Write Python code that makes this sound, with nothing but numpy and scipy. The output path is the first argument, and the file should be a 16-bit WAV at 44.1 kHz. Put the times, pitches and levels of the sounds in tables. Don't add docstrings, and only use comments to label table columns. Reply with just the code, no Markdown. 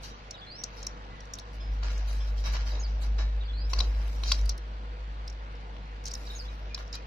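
import sys
import numpy as np
from scipy import signal
from scipy.io import wavfile
from scipy.ndimage import uniform_filter1d, minimum_filter1d

SR = 44100
rng = np.random.default_rng(int(sys.argv[2]) if len(sys.argv) > 2 else 0)


def store_pcm(level_fs):
    pcm = np.round(np.clip(level_fs, -1, 1) * 32767).astype(np.int16)
    wavfile.write(sys.argv[1], SR, np.atleast_2d(pcm).T)


def convert_level_to_amplitude(level_db):
    exponent = np.asarray(level_db, float) / 20
    return 10 ** exponent


N = 311346


def unit_rms(x):
    return x / np.sqrt(np.mean(x ** 2) + 1e-20)


def noise(ports=2):
    return rng.standard_normal((ports, N))


def at_hz(points, hz):
    f, value = np.transpose(points)
    return np.interp(np.log(hz + 1), np.log(f + 1), value)


def curves(rows, t):
    s, *columns = np.transpose(rows)
    return [np.interp(t, s, c) for c in columns]


def add(mix, s, sound):
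    part = mix[:, round(s * SR):][:, :sound.shape[1]]
    part += sound[:, :part.shape[1]]


def ring(modes, phase_turns, length_s):
    t = np.arange(round(length_s * SR)) / SR
    return sum(convert_level_to_amplitude(db - 60 * t / t60) * np.sin(2 * np.pi * (hz * t + p))
               for (hz, t60, db), p in zip(modes, phase_turns))


def band(x, lo_hz, hi_hz, order=2):
    edges = np.clip([lo_hz, hi_hz], 5, SR / 2 - 100)
    return signal.sosfilt(signal.butter(order, edges, "band", fs=SR, output="sos"), x)


# (frequency [Hz], t60 [s], level [dB])
TICK_BODY = [(4080, 0.0052, -4), (4390, 0.0099, -34), (5650, 0.016, -10), (6440, 0.012, -18),
             (2861, 0.012, -18), (3400, 0.0052, -12)]
# (frequency [Hz], t60 [s], level [dB])
CUP = [(1080, 0.028, 0), (1420, 0.03, -8), (669, 0.1, -28), (2050, 0.012, -6)]


def strike(db, hz, cup_db, edge_db, pan_db, body_db, lag, phases, chatter):
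    t = np.arange(chatter.shape[1]) / SR
    same = .5
    left = same * chatter[1] + np.sqrt(1 - same ** 2) * chatter[0]
    decay = convert_level_to_amplitude(-60 * np.maximum(t - .0035, 0) / .014) + convert_level_to_amplitude(-30 - 60 * t / .1)
    contact = np.array([left, chatter[1]]) * (1 - np.exp(-t / .0006)) * decay
    contact[:, 12] += 3
    contact[0] = np.roll(contact[0], shift=lag)

    body = [(f, t60, g + body_db) for f, t60, g in TICK_BODY]
    wire_ring = ring([(hz, .008, 4)] + body, phases, .05)
    wire = signal.fftconvolve(contact, wire_ring[None], axes=1)[:, :len(t)]
    snap = unit_rms(band(wire, hz * 0.73, 6570, order=3))
    snap = snap + 0.69 * unit_rms(band(contact, hz * 0.76, hz * 1.205))

    push = (contact + 0.88 * contact[::-1]) * convert_level_to_amplitude(-60 * t / 0.0039)
    cup = signal.fftconvolve(push, ring(CUP, 0 * phases, .08)[None], axes=1)[:, :len(t)]
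    edge = band(contact * convert_level_to_amplitude(-60 * t / 0.025), 6700, 10300, order=1)
    thick_rods = band(contact, 2570, 3460)
    parts = [(snap, -.3), (band(cup, 470, 2900), cup_db + 7.0),
             (edge, edge_db + 10.5), (thick_rods, cup_db + 1.0)]
    sides = pan_db / 2 * np.array([[1], [-1]])
    return sum(convert_level_to_amplitude(db + g + sides) * x / abs(x.mean(0)).max() for x, g in parts)


# (time [s], peak [dB], ring [Hz], sharp edge [dB re peak])
TICKS = [(0.308, -31, 5510, -26), (0.6366, -24, 5840, -26), (0.828, -34, 5340, -40),
         (0.847, -44, 3780, -24), (0.8666, -21.5, 5700, -26), (1.2041, -42.5, 5660, -31),
         (1.253, -49, 5610, -23), (1.3359, -26.5, 5700, -21), (1.3515, -40, 5700, -26),
         (1.3858, -33.5, 4300, -19), (1.395, -38, 5500, -22), (1.978, -42, 5900, -20),
         (4.078, -48.5, 3720, -12), (4.3863, -42, 4000, -19), (4.4116, -43, 5730, -18),
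         (4.501, -36, 3500, -30), (4.4574, -36, 4600, -13), (4.4925, -21.5, 5700, -21),
         (4.474, -48, 4800, -21), (4.578, -42, 5360, -12), (5.2768, -34, 5420, -24),
         (5.298, -42, 5520, -27), (5.325, -49, 5500, -26), (5.551, -53, 5500, -32), (6.039, -45, 5800, -21),
         (6.0543, -28.5, 5700, -26), (6.0632, -32, 5800, -26), (6.073, -36, 5500, -20),
         (6.109, -38, 5200, -25), (6.0803, -32.5, 6140, -21), (6.114, -31.5, 5700, -28),
         (6.1361, -24.5, 5720, -25), (6.1508, -29, 5230, -24), (6.876, -47, 5400, -29),
         (6.9273, -30.5, 5150, -32), (6.9526, -31.5, 4760, -20)]
# (time [s], peak [dB], ring [Hz], cup knock [dB re peak])
KNOCKS = [
    (1.8314, -35.5, 4860, -11),
    (3.182, -56, 4000, -13),
    (3.733, -21.5, 4100, -11.5),
    (3.7878, -23, 5120, -19),
    (3.803, -18.5, 3910, -19),
    (4.2345, -26, 4300, -18.5),
    (4.3172, -13, 4700, -15.5),
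    (5.765, -51, 3450, -2),
    (6.745, -25, 4800, -30),
    (6.776, -37.5, 3840, -9),
]


def ticks_and_knocks():
    out = np.zeros((2, N))
    # time, peak dB, ring Hz, cup dB, edge dB, pan dB, neighbouring wires dB, left port lag in samples
    hits = [(s, db, hz, -30.5, edge_db, 0, -4.5, 0) for s, db, hz, edge_db in TICKS]
    hits += [(s, db, hz, cup_db, -31.5, 2.5, 4, -2) for s, db, hz, cup_db in KNOCKS]
    for s, *settings in hits:
        add(out, s, strike(*settings, rng.random(7), rng.standard_normal((2, 4000))))
    return out


GRIP_T60_S = .13


def rattle(modes, per_s, spread_db):
    out = np.zeros((2, N))
    for hz, t60, db in modes:
        chance = rng.random((2, N)) * SR / per_s
        taps = (chance < 1) * convert_level_to_amplitude(spread_db * np.minimum(-np.log(chance + 1e-9), 4))
        rod = ring([(hz, min(t60, GRIP_T60_S), db)], [0], 0.2)
        out += signal.oaconvolve(taps, rod[None], axes=1)[:, :N]
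    return unit_rms(out / np.sqrt(uniform_filter1d((out ** 2).mean(0), size=4000) + 1e-12))


# (time [s], effort [0-1])
EFFORT = [(0, 0.3), (0.55, 0.2), (0.77, 0.85), (1.0, 0.14), (1.8, 0.45), (2.06, 0.2), (2.6, 0.2),
          (2.7, 0.3), (2.83, 0.21), (3.7, 0.1), (3.87, 0.83), (4.13, 0.97), (4.38, 1), (4.55, 0),
          (6.09, 0.03), (6.27, 0.77), (6.5, 0.26), (7.06, 0.24)]
# (level at rest [dB], level at full effort [dB])
SHAKEN = [(-71.5, -53.5), (-56.5, -49.5), (-101.5, -55.5)]
# (time [s], peak [dB], low body [dB re peak], t60 [s])
SCUFFS = [(0.031, -35.5, -12, 0.37), (0.767, -41.5, -38, 0.49), (1.827, -38.5, 4.5, 0.82),
          (2.072, -46.5, -0.5, 1), (2.2657, -49, -31, 0.078), (2.372, -40.5, -48, 0.2),
          (2.438, -33.5, -2, 0.14), (2.451, -36.5, 4, 0.55), (2.534, -37.5, 7, 0.33),
          (2.661, -39.5, -1.5, 1), (3.0117, -43, -2, 0.23), (3.182, -37.5, 5, 0.19),
          (3.694, -37.5, -11, 0.27), (3.7616, -38.5, 3.5, 0.15), (3.8144, -34.5, -24, 0.21),
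          (4.2347, -33, -13, 0.12), (4.257, -32, -13, 0.6), (4.325, -48, -13, 0.48),
          (6.0563, -34, -41, 0.2), (6.25, -44.5, -31, 0.81), (6.778, -48, 10, 0.17),
          (6.932, -28.5, -14, 0.093)]
# (time [s], peak [dB], t60 [s])
BRUSHES = [(0.023, -43, 0.25), (1.53, -53, 0.11), (1.72, -57.5, 0.2), (1.901, -47, 0.46), (1.97, -64, 0.16),
           (2.069, -43.5, 0.87), (2.265, -61, 0.096), (2.372, -53, 0.098), (2.448, -40, 0.16),
           (2.521, -40.5, 0.16), (2.649, -46.5, 0.67), (3.011, -40.5, 0.15), (3.696, -44, 0.27),
           (4.456, -62, 0.12), (6.159, -50.5, 1), (6.3, -49, 0.66), (6.506, -62, 0.93), (6.77, -50, 0.24)]
SCUFF_RISE_S, SCUFF_HOLD_S = .005, .023


def effort():
    t, after = np.arange(N) / SR, np.arange(SR // 2) / SR
    work = curves(EFFORT, t)[0]
    gains = convert_level_to_amplitude([rest + (full - rest) * work for rest, full in SHAKEN])
    bursts = [(s, [db, db + body, db - 27 - 0.31 * body], t60) for s, db, body, t60 in SCUFFS]
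    bursts += [(s, [db + 0.5, -99, db], t60) for s, db, t60 in BRUSHES]
    for s, dbs, t60 in bursts:
        decay = convert_level_to_amplitude(-8.0 - 60 * np.maximum(after - SCUFF_HOLD_S, 0) / t60)
        add(gains, s, convert_level_to_amplitude(dbs)[:, None] * (1 - np.exp(-after / SCUFF_RISE_S)) * decay)
    return gains


# (frequency [Hz], t60 [s], level [dB])
WIRES = [(2460, 0.12, -8), (2880, 0.15, -4.5), (3190, 0.24, -1.5), (3820, 0.09, 2.5), (4000, 0.21, 2.5),
         (4404, 0.2, 2.5), (4790, 0.24, 1), (5230, 0.16, 2.5), (5700, 0.27, 1.5), (5880, 0.15, -3.5),
         (6030, 0.18, -4), (6660, 0.26, -8.5), (7040, 0.14, -4.5), (7600, 0.11, -24)]
# (frequency [Hz], t60 [s], level [dB])
FRAME = [(620, 0.056, 2.5), (930, 0.018, 8.5), (1073, 0.055, -3.5), (1160, 0.13, -6), (1402, 0.11, -1.5),
         (1670, 0.25, -2), (2252, 0.24, -11.5)]


def climbing():
    wires, frame, hiss = effort()
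    grit = noise() * convert_level_to_amplitude(2.6 * unit_rms(band(noise(1)[0], 12, 150)))
    grit[0] += 0.098 * np.roll(grit[1], shift=18)
    wires = wires * (.5 * rattle(WIRES, 300, 2.7) + 0.35 * unit_rms(band(grit, 2920, 6260, order=4)))
    thud = 0.12 * unit_rms(band(grit[1], 130, 350))
    frame = frame * (0.38 * rattle(FRAME, 100, 1.7) + 0.61 * unit_rms(band(grit, 460, 3990)) + thud)
    return wires + frame + hiss * unit_rms(band(grit, 7000, 14000))


def twangs():
    out = np.zeros((2, N))
    for s, db, body, hold in SCUFFS:
        modes = WIRES + [(hz, t60, g + body + 4) for hz, t60, g in FRAME]
        spread, *phases = rng.random((3, len(modes)))
        struck = []
        for (hz, t60, g), k, p in zip(modes, spread, phases[0]):
            struck.append((hz * (.98 + .04 * p), min(t60, hold, GRIP_T60_S), g + 4 * (2 * k - 1)))
        level = convert_level_to_amplitude(db - 23 + .5 * min(body, 0))
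        add(out, s, level * np.array([ring(struck, p, 0.35) for p in phases]))
    return out


# (time [s], length [s], level [dB])
SCRAPES = [
    (3.74, .04, -54),
    (3.801, 0.041, -52),
    (4.241, 0.033, -54),
    (4.258, 0.091, -39),
    (4.318, 0.054, -45.5),
    (4.497, 0.033, -52),
    (6.059, 0.035, -50.5),
    (6.931, 0.034, -52),
]


def scrapes():
    gain = np.zeros((1, N))
    for s, length, db in SCRAPES:
        add(gain, s, convert_level_to_amplitude(db) * signal.windows.tukey(round(length * SR), .6)[None])
    slips_per_s, spread_db = 1500, 2
    size = convert_level_to_amplitude(spread_db * np.minimum(rng.exponential(1, (2, N)), 4))
    slips = (rng.random((2, N)) < slips_per_s / SR) * size * rng.choice([-1., 1.], (2, N))
    slips[0] += 0.8 * np.roll(slips[1], shift=-2)
    rods = signal.oaconvolve(slips, ring(WIRES[3:13], np.zeros(10), 0.06)[None], axes=1)[:, :N]
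    return gain * (unit_rms(band(slips, 3900, 5550, order=3)) + unit_rms(rods))


# (frequency [Hz], t60 [s], level [dB])
ROOF_RODS = [(1147, 0.22, 1.5), (1760, .5, 1.5), (2256, .35, 2), (2692, 0.17, 0), (3900, 0.32, 4.5),
             (4050, .45, 2), (4447, .16, -11), (5200, .3, -2), (5280, .22, 3.5), (5916, .25, -6),
             (6040, .25, -5), (6896, .2, -6)]
# (frequency [Hz], t60 [s], level [dB])
LOW_RODS = [(950, .2, -4), (1400, .2, -4), (2299, .3, -3), (3000, .22, 0), (3430, 0.34, -3), (4215, .17, 5),
            (4797, .3, -6), (5109, .3, -2), (5943, .25, -6), (6815, .25, -8), (7020, .25, -8)]
# (frequency [Hz], t60 [s], level [dB])
SIDE_RODS = [(1087, .15, 0), (1701, .4, -8), (2374, .16, -6), (3171, .19, -2), (3461, 0.17, 0),
             (4544, .3, -4), (5130, .4, 1), (6412, .1, -10)]
# (rods, time [s], peak [dB])
CLANGS = [
    (ROOF_RODS, 3.182, -50),
    (SIDE_RODS, 1.6, -51),
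    (SIDE_RODS, 2.2, -48),
    (LOW_RODS, 2.534, -48),
]


def clangs():
    out = np.zeros((2, N))
    for rods, s, db in CLANGS:
        sound = []
        for mix, phases in rng.random((2, 2, len(rods))):
            heard = [(hz, t60, g + 6 * k - 3) for (hz, t60, g), k in zip(rods, mix)]
            sound.append(ring(heard, phases, .3))
        swell = 1 - np.exp(-np.arange(len(sound[0])) / SR / SCUFF_RISE_S)
        add(out, s, convert_level_to_amplitude(db) * np.array(sound) * swell)
    return out


# (time [s], peak [dB], t60 [s])
WOBBLES = [(1.83, -56, 0.25), (2.53, -59, 0.44), (2.72, -48, 0.79), (3.02, -55, 0.8), (3.185, -45.5, 0.36),
           (3.736, -47, 0.35), (3.803, -42.5, 0.39), (3.99, -49.5, 0.52), (4.061, -65, .5),
           (4.318, -45, .2)]


def wobbles():
    gain, after = np.zeros((1, N)), np.arange(SR // 2) / SR
    for s, db, t60 in WOBBLES:
        add(gain, s, ((1 - np.exp(-after / SCUFF_RISE_S)) * convert_level_to_amplitude(db - 60 * after / t60))[None])
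    a, b = noise()
    return gain * unit_rms(band(np.array([a + .5 * b, a - .5 * b]), 250, 980))


def note(length_s, first_hz, last_hz, db):
    u = np.arange(0, length_s, 1 / SR) / length_s
    hz = first_hz + (last_hz - first_hz) * u ** 2 * (3 - 2 * u)
    luck = rng.standard_normal((4, len(u)))
    husk, waver = (unit_rms(band(v, 20, 200)) for v in luck[:2])
    drift = np.array([unit_rms(band(v, 8, 50)) for v in luck[2:]])
    turns = np.cumsum(hz * (1 + .004 * waver)) / SR + .08 * drift
    breath = (1 + .35 * husk) * signal.windows.tukey(len(u), .6) * convert_level_to_amplitude(2 - 4 * u)
    return np.sqrt(2) * convert_level_to_amplitude(db) * breath * np.sin(2 * np.pi * turns)


# (time in phrase [s], length [s], first [Hz], last [Hz], level [dB])
LEAD_IN = [(.001, .022, 3850, 3700, -51), (.012, .02, 3600, 3300, -57), (.024, .012, 2900, 2850, -59),
           (.045, .014, 4700, 4550, -56), (.057, .012, 4350, 4200, -60), (.068, .052, 3440, 3420, -52)]
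# (time in phrase [s], length [s], first [Hz], last [Hz], level [dB])
RISE = [(.003, .047, 4080, 4260, -55), (.036, .052, 4280, 4950, -51), (.05, .065, 4130, 4180, -60),
        (.082, .04, 4950, 5550, -54), (.112, .066, 5580, 5760, -51.5)]
# (time in phrase [s], length [s], first [Hz], last [Hz], level [dB])
SHORT_RISE = [(0, .048, 4080, 4250, -55), (.04, .036, 4350, 4650, -53), (.05, .07, 4100, 4150, -63),
              (.07, .04, 4750, 4920, -52), (.1, .04, 4900, 4950, -60), (.115, .04, 5250, 5450, -61)]
# (time in phrase [s], length [s], first [Hz], last [Hz], level [dB])
CHATTER = [(0, .02, 4740, 4650, -55), (.01, .013, 3950, 3750, -54), (.038, .042, 3780, 3830, -56),
           (.083, .04, 6800, 6200, -50.5), (.117, .013, 5950, 5800, -56), (.124, .028, 5200, 4600, -47),
           (.142, .025, 4420, 4250, -59)]
# (phrase, time [s], level [dB])
SONG = [
    (LEAD_IN, 0.337, -1.5),
    (RISE, .458, 0.),
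    (CHATTER, 2.706, -1.),
    (LEAD_IN, 3.405, -2.5),
    (SHORT_RISE, 3.527, 0.),
    (CHATTER, 6.263, 0.),
]
# (time [s], length [s], first [Hz], last [Hz], level [dB])
WHISTLES = [
    (2.893, 0.017, 4600, 4330, -72),
    (6.296, .02, 3700, 3805, -48),
    (6.334, .01, 3900, 3600, -54),
    (6.347, 0.014, 4000, 3700, -53),
    (6.448, .025, 3520, 3490, -57),
    (6.481, 0.016, 3940, 3820, -55),
    (1.078, 0.177, 2025, 1930, -63),
    (6.481, 0.064, 2440, 2477, -67),
    (6.694, 0.072, 2420, 2470, -58.5),
    (6.945, 0.054, 2460, 2460, -64),
]


def far_song():
    song = np.zeros((2, N))
    notes = [(s + at, *shape, db + level) for phrase, s, db in SONG for at, *shape, level in phrase]
    for s, *shape in notes + WHISTLES:
        add(song, s, note(*shape))
    song[0] = np.roll(song[0], shift=20)
    return convert_level_to_amplitude([[2.5], [4]]) * song


def walls(x, t60):
    length = SR // 2
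    taps = np.zeros((2, length))
    at = np.arange(200, length - 20, 20)
    at = at + rng.integers(0, 20, (2, len(at)))
    np.put_along_axis(taps, at, rng.choice([-1., 1.], at.shape), 1)
    taps *= convert_level_to_amplitude(-60 * np.arange(length) / SR / t60)
    return signal.fftconvolve(x, taps / np.linalg.norm(taps[0]), axes=1)[:, :N]


# (time [s], level [dB], frequency [Hz])
HUM = [(0.0, -44.5, 50.5), (0.55, -55, 49.1), (0.79, -42.5, 48.8), (1.43, -46.5, 51), (1.73, -29, 50.4),
       (2.6, -27.5, 50.85), (2.87, -29.5, 51.6), (3.23, -25, 51.5), (3.5, -31.5, 51.7), (3.8, -25.5, 51.2),
       (4.01, -26, 51.6), (4.13, -31.5, 51.7), (4.46, -23.5, 50.8), (4.58, -36.5, 51.5),
       (5.31, -36.5, 51.5), (5.56, -40.5, 50.54), (6.6, -37, 51.2), (7.06, -41.5, 51.9)]


def hum():
    t = np.arange(N) / SR
    level_db, hz = curves(HUM, t)
    hang = uniform_filter1d(1. * (t > 1.6) * (t < 4.55), size=SR // 8)
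    grip, throb, low, loose = noise(4)
    level = convert_level_to_amplitude(level_db + unit_rms(band(grip, 3, 9.8)))
    octave = convert_level_to_amplitude(-58 + 5.5 * hang) * (1 + 0.084 * unit_rms(band(throb, 1.8, 15)))
    shudder = unit_rms(band(low, 30, 72, order=4))
    buzz = unit_rms(band(loose, 128, 233))
    tone = level * np.sin(2 * np.pi * np.cumsum(hz) / SR) + octave * np.sin(2 * np.pi * 100.55 * t)
    return np.sqrt(2) * tone * np.array([[1], [.96]]) + level * (convert_level_to_amplitude(-23.5) * shudder + convert_level_to_amplitude(-33) * buzz)


# (frequency [Hz], level [dB per Hz])
AIR = [(15, -32), (25, -9.5), (59, -10), (79, -35.5), (97, -3), (285, -12), (400, -15), (481, -13),
       (1170, -13.5), (1600, -17.5), (2700, -22), (4690, -28.5), (6940, -79), (9010, -93), (13000, -74)]
# (frequency [Hz], left-right likeness [0-1])
AIR_SAME = [(60, 1), (250, 0.67), (650, 0.69), (1400, 0.8), (3000, 0.18), (6000, 0.19)]
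# (frequency [Hz], lag [samples])
AIR_LAG = [(100, 3.5), (650, 13), (1400, 20.6), (15000, 3.5)]


def yard():
    frames, hz = N // 256 + 5, np.fft.rfftfreq(1024, 1 / SR)
    a, b, c, d, patches = rng.standard_normal((frames, 513, 5)).T
    patches = uniform_filter1d(uniform_filter1d(patches, size=10, axis=0), size=16, axis=1)
    same, right = at_hz(AIR_SAME, hz)[:, None], a + 1j * b
    late = np.exp(-2j * np.pi * hz * at_hz(AIR_LAG, hz) / SR)[:, None]
    z = np.array([same * late * right + np.sqrt(1 - same ** 2) * (c + 1j * d), right])
    z *= convert_level_to_amplitude(at_hz(AIR, hz)[:, None] + 1.48 * unit_rms(patches))
    wash = unit_rms(signal.istft(z, nperseg=1024, noverlap=768)[1][:, :N])
    drone = unit_rms(band(noise(1)[0], 466, 502))
    return convert_level_to_amplitude(-49.5) * wash + convert_level_to_amplitude(-62) * drone


# (frequency [Hz], threshold on unit chance)
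DROPPED = [(2000, -3.2), (3500, -2.4), (6000, -1.5), (8000, -.4), (16000, -.2)]
# (frequency [Hz], threshold [dB re local mean])
COARSE = [(2500, -30), (4500, -12), (6500, -3), (8500, 2), (16000, 4)]


def thinned(x, song):
    top_hz, top_gate_db, masked_db, masked_from_hz = 12700, -110, -9, 5400
    window = np.sin(np.pi * (np.arange(2048) + .5) / 2048)
    hz, _, z = signal.stft(x, SR, window, nperseg=2048, noverlap=1024)
    row_hz = hz[:, None]
    power = abs(z) ** 2
    local = abs(uniform_filter1d(power, size=64, axis=1))
    loud_top = local.mean(0) > convert_level_to_amplitude(2 * top_gate_db)
    busy = loud_top[hz > top_hz].mean(0) * (row_hz > 2400)
    cells = rng.standard_normal((z.shape[2], 86))
    cells = unit_rms(uniform_filter1d(cells, size=2, axis=0)).T
    kept = cells[np.arange(len(hz)) // 12] > at_hz(DROPPED, hz)[:, None] + .9 * busy
    kept = kept * (power > local * convert_level_to_amplitude(2 * at_hz(COARSE, hz))[:, None])
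    kept = kept * (loud_top | (row_hz < top_hz))

    whistle = signal.stft(song, SR, window, nperseg=2048, noverlap=1024)[2]
    whistle = abs(whistle * (row_hz > .8 * masked_from_hz)) ** 2
    above = -minimum_filter1d(-whistle, size=80, axis=1, origin=39)
    weak = uniform_filter1d(power, size=12, axis=1) < above * convert_level_to_amplitude(2 * masked_db)
    masked = weak & (whistle < above * convert_level_to_amplitude(-36)) & (row_hz > masked_from_hz)
    return signal.istft(z * kept * ~masked, SR, window, nperseg=2048, noverlap=1024)[1][:, :N]


def scene():
    near, song = ticks_and_knocks(), far_song()
    echo = convert_level_to_amplitude(-5) * walls(song, 0.2) + convert_level_to_amplitude(-15) * walls(near, 0.13)
    steady = climbing() + twangs() + clangs() + wobbles() + echo + yard()
    return near + scrapes() + song + thinned(steady, song) + hum()


def low_pass(x):
    return signal.sosfilt(signal.butter(12, 16450, fs=SR, output="sos"), x)


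def record(dry):
    taps = signal.firwin(255, 15900, fs=SR)
    mix = signal.oaconvolve(dry, taps[None], "same")
    return low_pass(mix)


dry = scene()
out = record(dry)
store_pcm(out)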